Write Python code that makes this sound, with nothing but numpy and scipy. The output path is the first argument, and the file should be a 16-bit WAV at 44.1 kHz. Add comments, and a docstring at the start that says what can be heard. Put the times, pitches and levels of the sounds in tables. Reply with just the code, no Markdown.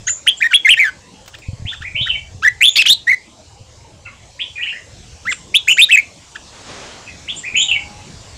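"""Caged songbird in a walled yard

A caged songbird warbles right beside the microphone, loud enough to overload it: throbbing near-sine
whistles coloured by a throat. Neighbours further off answer in plain gliding whistles, a small bird
chirps high, and a crow is faint in the distance; the near, far and high birds echo off the walls.
Wing gusts thump the microphone as damped low swings, claws scratch the perch in noise bursts,
and shaped noise makes the outdoor wash, the low buffeting and one passing rustle."""
import sys
import numpy as np
from scipy import signal
from scipy.io import wavfile
from scipy.ndimage import uniform_filter1d

SR = 44100
rng = np.random.default_rng(int(sys.argv[2]) if len(sys.argv) > 2 else 0)


def gain_from_db(level_db):
    """Convert decibel levels to linear amplitude factors (20 dB per decade)."""
    decades = np.asarray(level_db, float) / 20
    return 10 ** decades


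def digitize_waveform(pressure):
    """Quantize a signal to 16-bit integers and store it at the path in sys.argv[1].

    Rows of a 2-D input are taken as channels; values are limited to [-1, 1].
    """
    field = np.atleast_2d(pressure).T
    bounded = np.clip(field, -1, 1)
    quanta = np.round(bounded * 32767).astype(np.int16)
    wavfile.write(sys.argv[1], SR, quanta)


N = 369116


def evened(x):
    """Scales to rms 1."""
    return x / np.sqrt(np.mean(x ** 2) + 1e-20)


def read(points, hz):
    """Reads a spectrum on a log-frequency axis."""
    f, value = np.transpose(points)
    return np.interp(np.log(hz + 1), np.log(f + 1), value)


def along(curve):
    """Reads a time curve at every sample."""
    s, value = np.transpose(curve)
    return np.interp(np.arange(N) / SR, s, value, left=value[0], right=value[-1])


def add(mix, s, sound):
    """Mixes a sound in at time s."""
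    part = mix[round(s * SR):][:len(sound)]
    part += sound[:len(part)]


def wobble(size, smooth):
    """Random drift of rms 1, averaged twice over a number of samples."""
    once = uniform_filter1d(rng.standard_normal(size), int(smooth))
    return evened(uniform_filter1d(once, int(smooth)))


def noise(spectrum, patchy_db, size=10):
    """Random short-time spectra with drifting patches of level, each about size bins wide."""
    hz = np.fft.rfftfreq(1024, 1 / SR)
    a, b, patches = rng.standard_normal((N // 256 + 5, 513, 3)).T
    patches = uniform_filter1d(patches, size, 0)  # across frequency
    patches = evened(uniform_filter1d(patches, 16, 1))  # along time
    z = (a + 1j * b) * gain_from_db(read(spectrum, hz)[:, None] + patchy_db * patches)
    return signal.istft(z, nperseg=1024, noverlap=768)[1][:N]


def wash():
    """Outdoor hiss of shaped noise, patchier in the lows, its level set by its treble."""
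    # Each row: frequency in Hz, relative level in dB per Hz.
    spectrum = [(100, -36.5), (160, -17.5), (800, -30), (1400, -32.5), (2400, -29), (7500, -26.5),
                (9000, -38.5), (11200, -50), (15500, -64.5)]
    # Each row: time in seconds, rms level of the treble in dB.
    level_db = [(0.0, -53), (4.05, -56), (4.64, -52.5), (8.37, -49)]
    hiss = noise(spectrum, patchy_db=np.geomspace(5, .4, 513)[:, None])
    band = signal.butter(4, [4500, 6000], "band", fs=SR, output="sos")
    treble = signal.sosfilt(band, hiss)
    return hiss / np.std(treble) * gain_from_db(along(level_db))


def low_tones():
    """Narrow noise bands swell and fade, so faint wavering low tones come and go."""
    bands = noise([(250, -30), (500, 0), (1000, -2), (1600, -30), (4000, -80)], patchy_db=6.5, size=2)
    return gain_from_db(-53) * evened(bands)


def breeze():
    """Lumpy low buffeting of the microphone: bass-heavy noise with a drifting level."""
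    # Each row: time in seconds, rms level in dB before the random drift.
    level_db = [(0.0, -37.5), (0.11, -47), (0.37, -54), (1.09, -53), (2.03, -39), (2.4, -37.5), (2.7, -51),
                (4.2, -46.5), (4.66, -51), (5.04, -41.5), (5.8, -54), (8.37, -40)]
    spectrum = [(20, -29.0), (50, -14.5), (90, 3.5), (150, -15), (260, -26), (500, -33), (2000, -85)]
    lumps = noise(spectrum, patchy_db=0.5)
    return gain_from_db(along(level_db) + 2.2 * wobble(N, 1500)) * evened(lumps)


def whistles(notes, waver, flutter_db, fade_s):
    """Plain sine whistles with random waver of pitch and flutter of level."""
    out = np.zeros(N)
    for rows in notes:
        s, hz, db = np.transpose(rows)
        t = np.arange(s[0], s[-1], 1 / SR)
        pitch = np.interp(t, s, hz) * (1 + waver * wobble(len(t), 43))
        phase = 2 * np.pi * np.cumsum(pitch) / SR
        fade = np.minimum(np.minimum(t - t[0], t[-1] - t) / fade_s, 1)
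        level = gain_from_db(np.interp(t, s, db) + flutter_db * wobble(len(t), 65))
        add(out, s[0], level * fade * np.sin(phase))
    return out


def chirps():
    """Small bird: each thin whistle swells while it glides to its second pitch, then droops and fades."""
    # Each row: start in seconds, length in seconds, first pitch in Hz, second pitch in Hz,
    # peak level in dB before flutter and distance.
    calls = [(0.066, 0.061, 6490, 7130, -11), (0.367, 0.033, 7170, 7480, -29.5),
             (2.679, 0.082, 6660, 7000, -23), (5.293, .055, 7340, 7450, -25.5),
             (5.306, 0.038, 8370, 8600, -34), (5.676, .08, 6800, 7150, -16),
             (7.345, 0.061, 8650, 8300, -37), (7.361, 0.047, 6870, 7580, -25.5),
             (7.564, .09, 6830, 7190, -14.5)]
    turn, droop, start_db, end_db = 0.72, 0.03, -3, -11  # share of length, share of pitch, dB, dB
    notes = [[(s, first_hz, db + start_db),
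              (s + turn * length, second_hz, db),
              (s + length, second_hz * (1 - droop), db + end_db)]
             for s, length, first_hz, second_hz, db in calls]
    return whistles(notes, waver=0.018, flutter_db=3.5, fade_s=0.0052)


def sung():
    """Pitch points and effort of the caged bird's song and soft calls; the calls share one arch."""
    # One list for each song note or part of a note; overlapping parts run on as one note.
    # Each row: time in seconds, pitch in Hz.
    notes = [
        [(0.262, 1197), (0.27, 1565), (0.277, 2997), (0.285, 3160), (0.301, 3535)],
        [(0.402, 1568), (0.412, 1776), (0.423, 2186), (0.428, 2512), (0.436, 1804), (0.468, 1900),
         (0.476, 1760)],
        [(0.506, 1663), (0.53, 1370), (0.535, 2177), (0.545, 3274), (0.568, 3446)],
        [(0.647, 2190), (0.67, 2034), (0.675, 1735), (0.688, 1922), (0.695, 2626), (0.703, 2600), (0.706, 3213),
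         (0.735, 3084), (0.74, 2630), (0.747, 1300)],
        [(0.768, 1733), (0.79, 1907), (0.796, 2445), (0.84, 2026), (0.845, 1776), (0.899, 1560)],
        [(2.42, 1112), (2.435, 1523), (2.455, 1936), (2.465, 1744), (2.48, 1988), (2.49, 1925)],
        [(2.606, 1942), (2.625, 2445), (2.642, 3126), (2.66, 3545), (2.68, 3410), (2.698, 3646)],
        [(2.756, 1355), (2.763, 2378), (2.789, 2383)],
        [(2.783, 2810), (2.8, 2738), (2.818, 2500), (2.822, 1764), (2.83, 1080)],
        [(2.852, 1000), (2.865, 1523), (2.874, 1698), (2.882, 2840)],
        [(2.876, 2734), (2.9, 3360), (2.906, 3665), (2.93, 4002), (2.939, 4590)],
        [(3.068, 1644), (3.075, 1876), (3.095, 2007), (3.108, 2384), (3.125, 2068), (3.15, 1984)],
        [(5.25, 1290), (5.265, 1357), (5.28, 1932), (5.295, 2164), (5.319, 1860)],
        [(5.312, 1845), (5.321, 1616), (5.328, 1260), (5.335, 940)],
        [(5.54, 1930), (5.546, 2492), (5.56, 3457), (5.576, 3820)],
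        [(5.672, 1448), (5.685, 2570), (5.7, 2603), (5.71, 3090), (5.728, 2730), (5.736, 3120)],
        [(5.766, 1230), (5.785, 2175), (5.795, 2670), (5.81, 2490), (5.816, 3450), (5.835, 3630), (5.851, 3920)],
        [(5.885, 1443), (5.905, 2087), (5.92, 3260), (5.926, 2642), (5.955, 2530), (5.963, 1890)],
        [(5.965, 1760), (5.975, 2237), (5.99, 2420), (6.005, 2196)],
    ]
    # One row for each song note or part of a note: effort at the start in dB, effort at the end in dB,
    # second harmonic in dB; all before the throat.
    effort = [(-1.5, 1.5, -23.5), (-6.5, 3, -33), (0, -1, -27.5), (4.5, -3, -29.5), (-3.5, 2, -32),
              (1.5, 7, -28.5), (3.5, -5, -22), (-14, -14.5, -3), (-0.5, -12.5, -11), (-1, -20, -6.5),
              (-9.5, 7.5, -11), (1.5, -2.5, -29.5), (-2, -11.5, -38.5), (-7, -1.5, -19.5), (-3, 0.5, -18.5),
              (1.5, -7, -25), (-2, 0.5, -21), (-7, 1.5, -28.5), (5.5, -7, -30)]
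    # Soft short calls between songs. Each row: start in seconds, length in seconds, reference pitch in Hz,
    # effort in dB, second harmonic in dB; both levels before the throat.
    chucks = [(0.068, 0.035, 2080, -7, -26.5), (1.333, 0.027, 1946, -22, -35),
              (1.713, .043, 1960, -15.5, -37), (1.809, .034, 1866, -14.5, -37),
              (2.056, 0.037, 2026, -9, -37), (6.348, 0.025, 1903, -12.5, -34)]
    # Each row: share of the length, share of the reference pitch.
    arch = [(0, .82), (.22, .68), (.55, 0.98), (.76, 0.62), (1, .8)]
    calls = [([(s + u * length, share * hz) for u, share in arch], (db, db, second_db))
             for s, length, hz, db, second_db in chucks]
    return list(zip(notes, effort)) + calls


def trills():
    """Loudness factor and dip shape 0-1 of the slightly uneven throbbing, over the whole time."""
    # Each row: first dip in seconds, last dip in seconds, throb cycles between them,
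    # depth of the loudness dip (1 is full).
    throbbing = [(0.275, 0.302, 4, 1.03), (0.4043, 0.422, 3, 0.48), (0.5384, 0.543, 1, 0.8),
                 (0.672, 0.678, 1, 0.4), (0.702, 0.7343, 3, 0.6), (0.7916, 0.8305, 7, 0.7),
                 (0.866, 0.9, 5, 0.78), (2.431, 2.471, 3, 0.5), (2.609, 2.6168, 2, 0.9),
                 (2.6217, 2.677, 7, 1.13), (2.756, 2.793, 6, 0), (2.802, 2.8057, 3, 0.2),
                 (2.885, 2.8945, 5, 0.41), (2.9167, 2.937, 6, 0.7), (3.107, 3.125, 1, 0.6),
                 (5.5503, 5.571, 4, 0.78), (5.671, 5.709, 6, 1), (5.7205, 5.7246, 1, 1),
                 (5.776, 5.8182, 6, 0.67), (5.906, 5.9244, 4, 0.96), (5.962, 5.973, 1, 0.73),
                 (5.9672, 5.995, 2, 0.7)]
    t, loud, dips = np.arange(N) / SR, np.ones(N), np.zeros(N)
    uneven = 0.08 * wobble(N, 202)  # cycles
    for first, last, throbs, depth in throbbing:
        turns = (t - first) / (last - first) * throbs
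        inside = abs(turns - throbs / 2) < throbs / 2 + .5
        dip = (.5 + .5 * np.cos(2 * np.pi * (turns + uneven))) ** 1.4 * inside
        loud = np.minimum(loud, np.clip(0.97 * (1 - depth * dip), 0, 1))
        dips = np.maximum(dips, dip)
    return loud, dips


def songbird():
    """A throbbing, wavering near-sine whistle with fuzzy overtones and air.
    The throat colours the whistle, its harmonics and the air's level, but not the halfway line."""
    # How well the throat lets a tone out. Each row: frequency in Hz, level in dB.
    throat = [(1000, -34.5), (1400, -18.5), (1750, -10), (2000, -6.5), (2500, 1.5), (3200, 1.5), (3600, 2),
              (4400, -11.5), (7000, -8.5), (12000, -28.5)]
    # Higher harmonics before the throat. Each row: multiple of the pitch, relative level in dB.
    higher = [(3, 2.5), (4, 1.5), (5, -4.5)]
    throat_share = .65  # share of the throat colour on the harmonics
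    attack_s, release_s = 0.01, 0.0056
    loud, dips = trills()
    out = np.zeros(N)
    for rows, (start_db, end_db, held_db) in sung():
        s, pitch = np.transpose(rows)
        at = np.arange(round(s[0] * SR), round(s[-1] * SR))
        hz = np.interp(at / SR, s, pitch)
        peak_db = np.linspace(start_db, end_db, len(at)) + read(throat, hz)
        second_db = held_db + throat_share * read(throat, 2 * hz) - peak_db

        # Strained notes, those with a strong second harmonic, get more fast pitch jitter.
        rasp = 0.035 * gain_from_db(held_db) * wobble(len(at), 9)
        waver = 0.017 * wobble(len(at), 35)
        phase = 2 * np.pi * np.cumsum(hz * (1 + waver + rasp - 0.1 * dips[at])) / SR

        upper = sum(gain_from_db(db + throat_share * read(throat, k * hz)) * np.sin(k * phase) for k, db in higher)
        overtones = gain_from_db(second_db) * np.sin(2 * phase) + gain_from_db(0.76 * second_db - 8.5) * upper
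        # Strain also brings a line halfway between the first and second harmonic.
        overtones += gain_from_db(2 * held_db - 4.5 - peak_db) * np.sin(3 * phase / 2)
        overtones *= gain_from_db(3.5 * wobble(len(at), 30))

        air = gain_from_db(-38.5) * wobble(len(at), 1) * (1 + np.sin(phase))  # a puff of hiss once a cycle
        rise, fall = (at - at[0]) / attack_s, (at[-1] - at) / release_s
        fade = np.minimum(np.minimum(rise, fall) / SR, 1)
        voice = loud[at] * np.sin(phase) + np.sqrt(loud[at]) * (overtones + air)
        out[at] += gain_from_db(peak_db + 1.34 * wobble(len(at), 90)) * fade * voice
    return out


def yard(x, first_s, t60, step_db):
    """Sparse random-sign echoes off walls and roofs; their level shifts by step_db from 85 to 99 ms."""
    # Colour of the echoes. Each row: frequency in Hz, level in dB.
    walls = [(1000, 1.5), (3500, 8.5), (7000, -0.5)]
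    taps = np.zeros(SR)
    at = np.arange(int(first_s * SR), SR - 20, 20)
    taps[at + rng.integers(0, 20, at.shape)] = rng.choice([-1., 1.], at.shape)
    hz, t, z = signal.stft(taps, SR, nperseg=256)
    fall_db = -60 * t / t60 + step_db * np.clip((t - .085) / 0.014, 0, 1)
    tail = signal.istft(z * gain_from_db(fall_db + read(walls, hz)[:, None]), SR, nperseg=256)[1]
    return signal.fftconvolve(x, tail / np.linalg.norm(tail))[:N]


def answers():
    """Neighbours further off whistle shared syllables, each time with its own length, pitch and level."""
    # Each row: start in seconds, syllable name, level in dB added to the syllable's own,
    # length factor, pitch factor.
    replies = [(1.02, "glide", -53.5, 1.3, 1.05), (1.418, "warble", -38.5, 1.07, 1),
               (1.653, "whip", -26.5, 1.94, 1.083), (1.836, "step up", -23, 1.15, 0.98),
               (1.945, "stairs", -13.5, 0.99, 0.99), (2.079, "fall", -9, 0.77, 1.013),
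               (2.143, "close", -23, 0.79, 1.037), (4.051, "chip", -33, 0.73, 0.98),
               (4.051, "chip", -41.5, 1.5, .52), (4.39, "whip", -20, 1.28, 1.046),
               (4.555, "step down", -15.5, 1, 1), (4.594, "hook", -16, 1.1, 1.02),
               (4.654, "hook", -17.5, 1.01, 0.96), (4.725, "low hook", -23, 1, 1),
               (7.063, "chip", -35, 1.06, 0.93), (7.276, "whip", -22, 1.25, 1.077),
               (7.433, "step up", -20.5, 1.2, 1.006), (7.542, "stairs", -8, 0.97, 0.98),
               (7.683, "fall", -5.5, 0.79, .99), (7.747, "close", -19, 0.85, 1.02)]
    # One list for each syllable name; each row: seconds after the start and pitch in Hz, both before
    # the factors, and relative level in dB.
    syllables = { "glide": [(0, 2490, -4), (.21, 2960, -7.5)], "warble": [(0, 2710, -1), (.022, 1990, -8),
                 (.047, 2640, -6), (.062, 2000, -16)], "chip": [(0, 2766, -7), (.016, 2715, 5.5),
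                 (.023, 2010, -4.5), (.032, 2320, -8), (.06, 2040, -3)], "whip": [(0, 1610, -12),
                 (.01, 2700, 0.5), (.022, 3300, 3), (.038, 3600, -45)], "step up": [(0, 1810, -17),
                 (.014, 2080, 1.5), (.019, 2550, -8), (.045, 2320, 0.5)], "step down": [(0, 2460, -14.5),
                 (.02, 2437, -4.5), (.026, 1843, -16), (.053, 1960, -5)], "stairs": [(0, 2330, -9.5),
                 (.012, 2284, -7.5), (.018, 2683, 0.5), (.027, 3092, -8.5), (.057, 3070, -5),
                 (.086, 3864, -5), (.098, 3380, -20)], "fall": [(0, 3055, -8), (.034, 3003, -4),
                 (.042, 2710, 1), (.061, 2670, -22.5)], "close": [(0, 2304, -4.5), (.025, 2170, 8.5)],
                 "hook": [(0, 1597, -20.5), (.018, 2408, -6.5), (.038, 2950, -0.5), (.057, 2820, -38)],
                 "low hook": [(0, 1580, 1), (.01, 1993, -9.5), (.025, 1810, -5), (.05, 2120, -4)], }
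    notes = [[(s + stretch * u, lift * hz, level_db + db) for u, hz, db in syllables[name]]
             for s, name, level_db, stretch, lift in replies]
    return whistles(notes, waver=.009, flutter_db=3, fade_s=.003)


def claws():
    """Claws on the perch: dry broadband scratches with a low knock of the perch."""
    # Each row: time in seconds, level in dB before the scratch and knock shares.
    scratches = [(1.26, -29), (1.2785, -19.5), (1.35, -32), (1.386, -27.5)]
    out, t = np.zeros(N), np.arange(1500) / SR
    for s, db in scratches:
        grit = uniform_filter1d(rng.standard_normal(1500), size=4)
        scratch = 0.5 * grit * np.exp(-t / 0.0079)
        knock = 0.35 * np.sin(2 * np.pi * 450 * t) * np.exp(-t / 0.0011)
        add(out, s, gain_from_db(db) * (scratch + knock))
    return out


def gusts():
    """Each wing gust makes the microphone membrane swing a few damped low cycles."""
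    # Each row: time in seconds, level in dB before a 10 dB lift and the decay.
    puffs = [(1.485, -20), (1.531, -24.5), (1.597, -30), (1.621, -26), (1.651, -22.5), (1.805, -33),
             (1.945, -30), (2.011, -25), (2.346, -34), (3.608, -37.5)]
    out, t = np.zeros(N), np.arange(3000) / SR
    for s, db in puffs:
        swing = np.sin(2 * np.pi * (92 + 25 * rng.random()) * t)
        shape = np.exp(-t / 0.0098) * np.minimum(t / 0.0028, 1)
        add(out, s, gain_from_db(db + 10.0) * swing * shape)
    return out


def rustle():
    """Something brushes past: shaped noise that rises and falls in level."""
    # Each row: frequency in Hz, relative level in dB per Hz.
    spectrum = [(100, -8), (600, -4), (6500, -14), (10000, -30.5), (13000, -69.5)]
    # Each row: time in seconds, rms level in dB.
    level_db = [(6.5, -75), (6.53, -41.5), (6.65, -40.5), (6.7, -33.5), (6.93, -37), (7.05, -44.5),
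                (7.15, -48)]
    return evened(noise(spectrum, patchy_db=.4)) * gain_from_db(along(level_db))


def crowing():
    """Faint distant crowing: one long wavering whistle."""
    # Each row: time in seconds, pitch in Hz, level in dB; pitch and level before waver and flutter.
    crow = [(7.5, 805, -59), (7.64, 786, -47.5), (8.05, 847, -40.5)]
    return whistles([crow], waver=.025, flutter_db=3.5, fade_s=.03)


def scene():
    """Near, far and high birds with their echoes, over the distant crowing, air and perch sounds."""
    near, far, high = songbird(), answers(), chirps()
    mix = near + gain_from_db(-17.5) * yard(near, first_s=0.0036, t60=0.17, step_db=8.5)
    mix += gain_from_db(-1.5) * far + gain_from_db(-5.0) * yard(far, first_s=0.0033, t60=0.25, step_db=1.5)
    mix += gain_from_db(-3.5) * high + gain_from_db(-6) * yard(high, first_s=.003, t60=0.32, step_db=-1.5)
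    mix += crowing() + gusts() + breeze() + claws()
    mix += wash() + low_tones() + rustle()
    return mix[None]


def top_cut(x):
    """Nothing passes above the cut-off."""
    return signal.sosfilt(signal.butter(12, 15780, fs=SR, output="sos"), x)


def record(dry):
    """The input stage overloads on the loudest notes, the negative side a little earlier; then a low-pass."""
    ceiling, knee = .73 + .012 * np.sign(dry), 9
    clipped = dry / (1 + abs(dry / ceiling) ** knee) ** (1 / knee)
    lowpass = signal.firwin(255, 15700, window=("kaiser", 9), fs=SR)
    finished = signal.oaconvolve(clipped, lowpass[None], "same")
    return top_cut(finished)


dry = scene()
out = record(dry)
digitize_waveform(out)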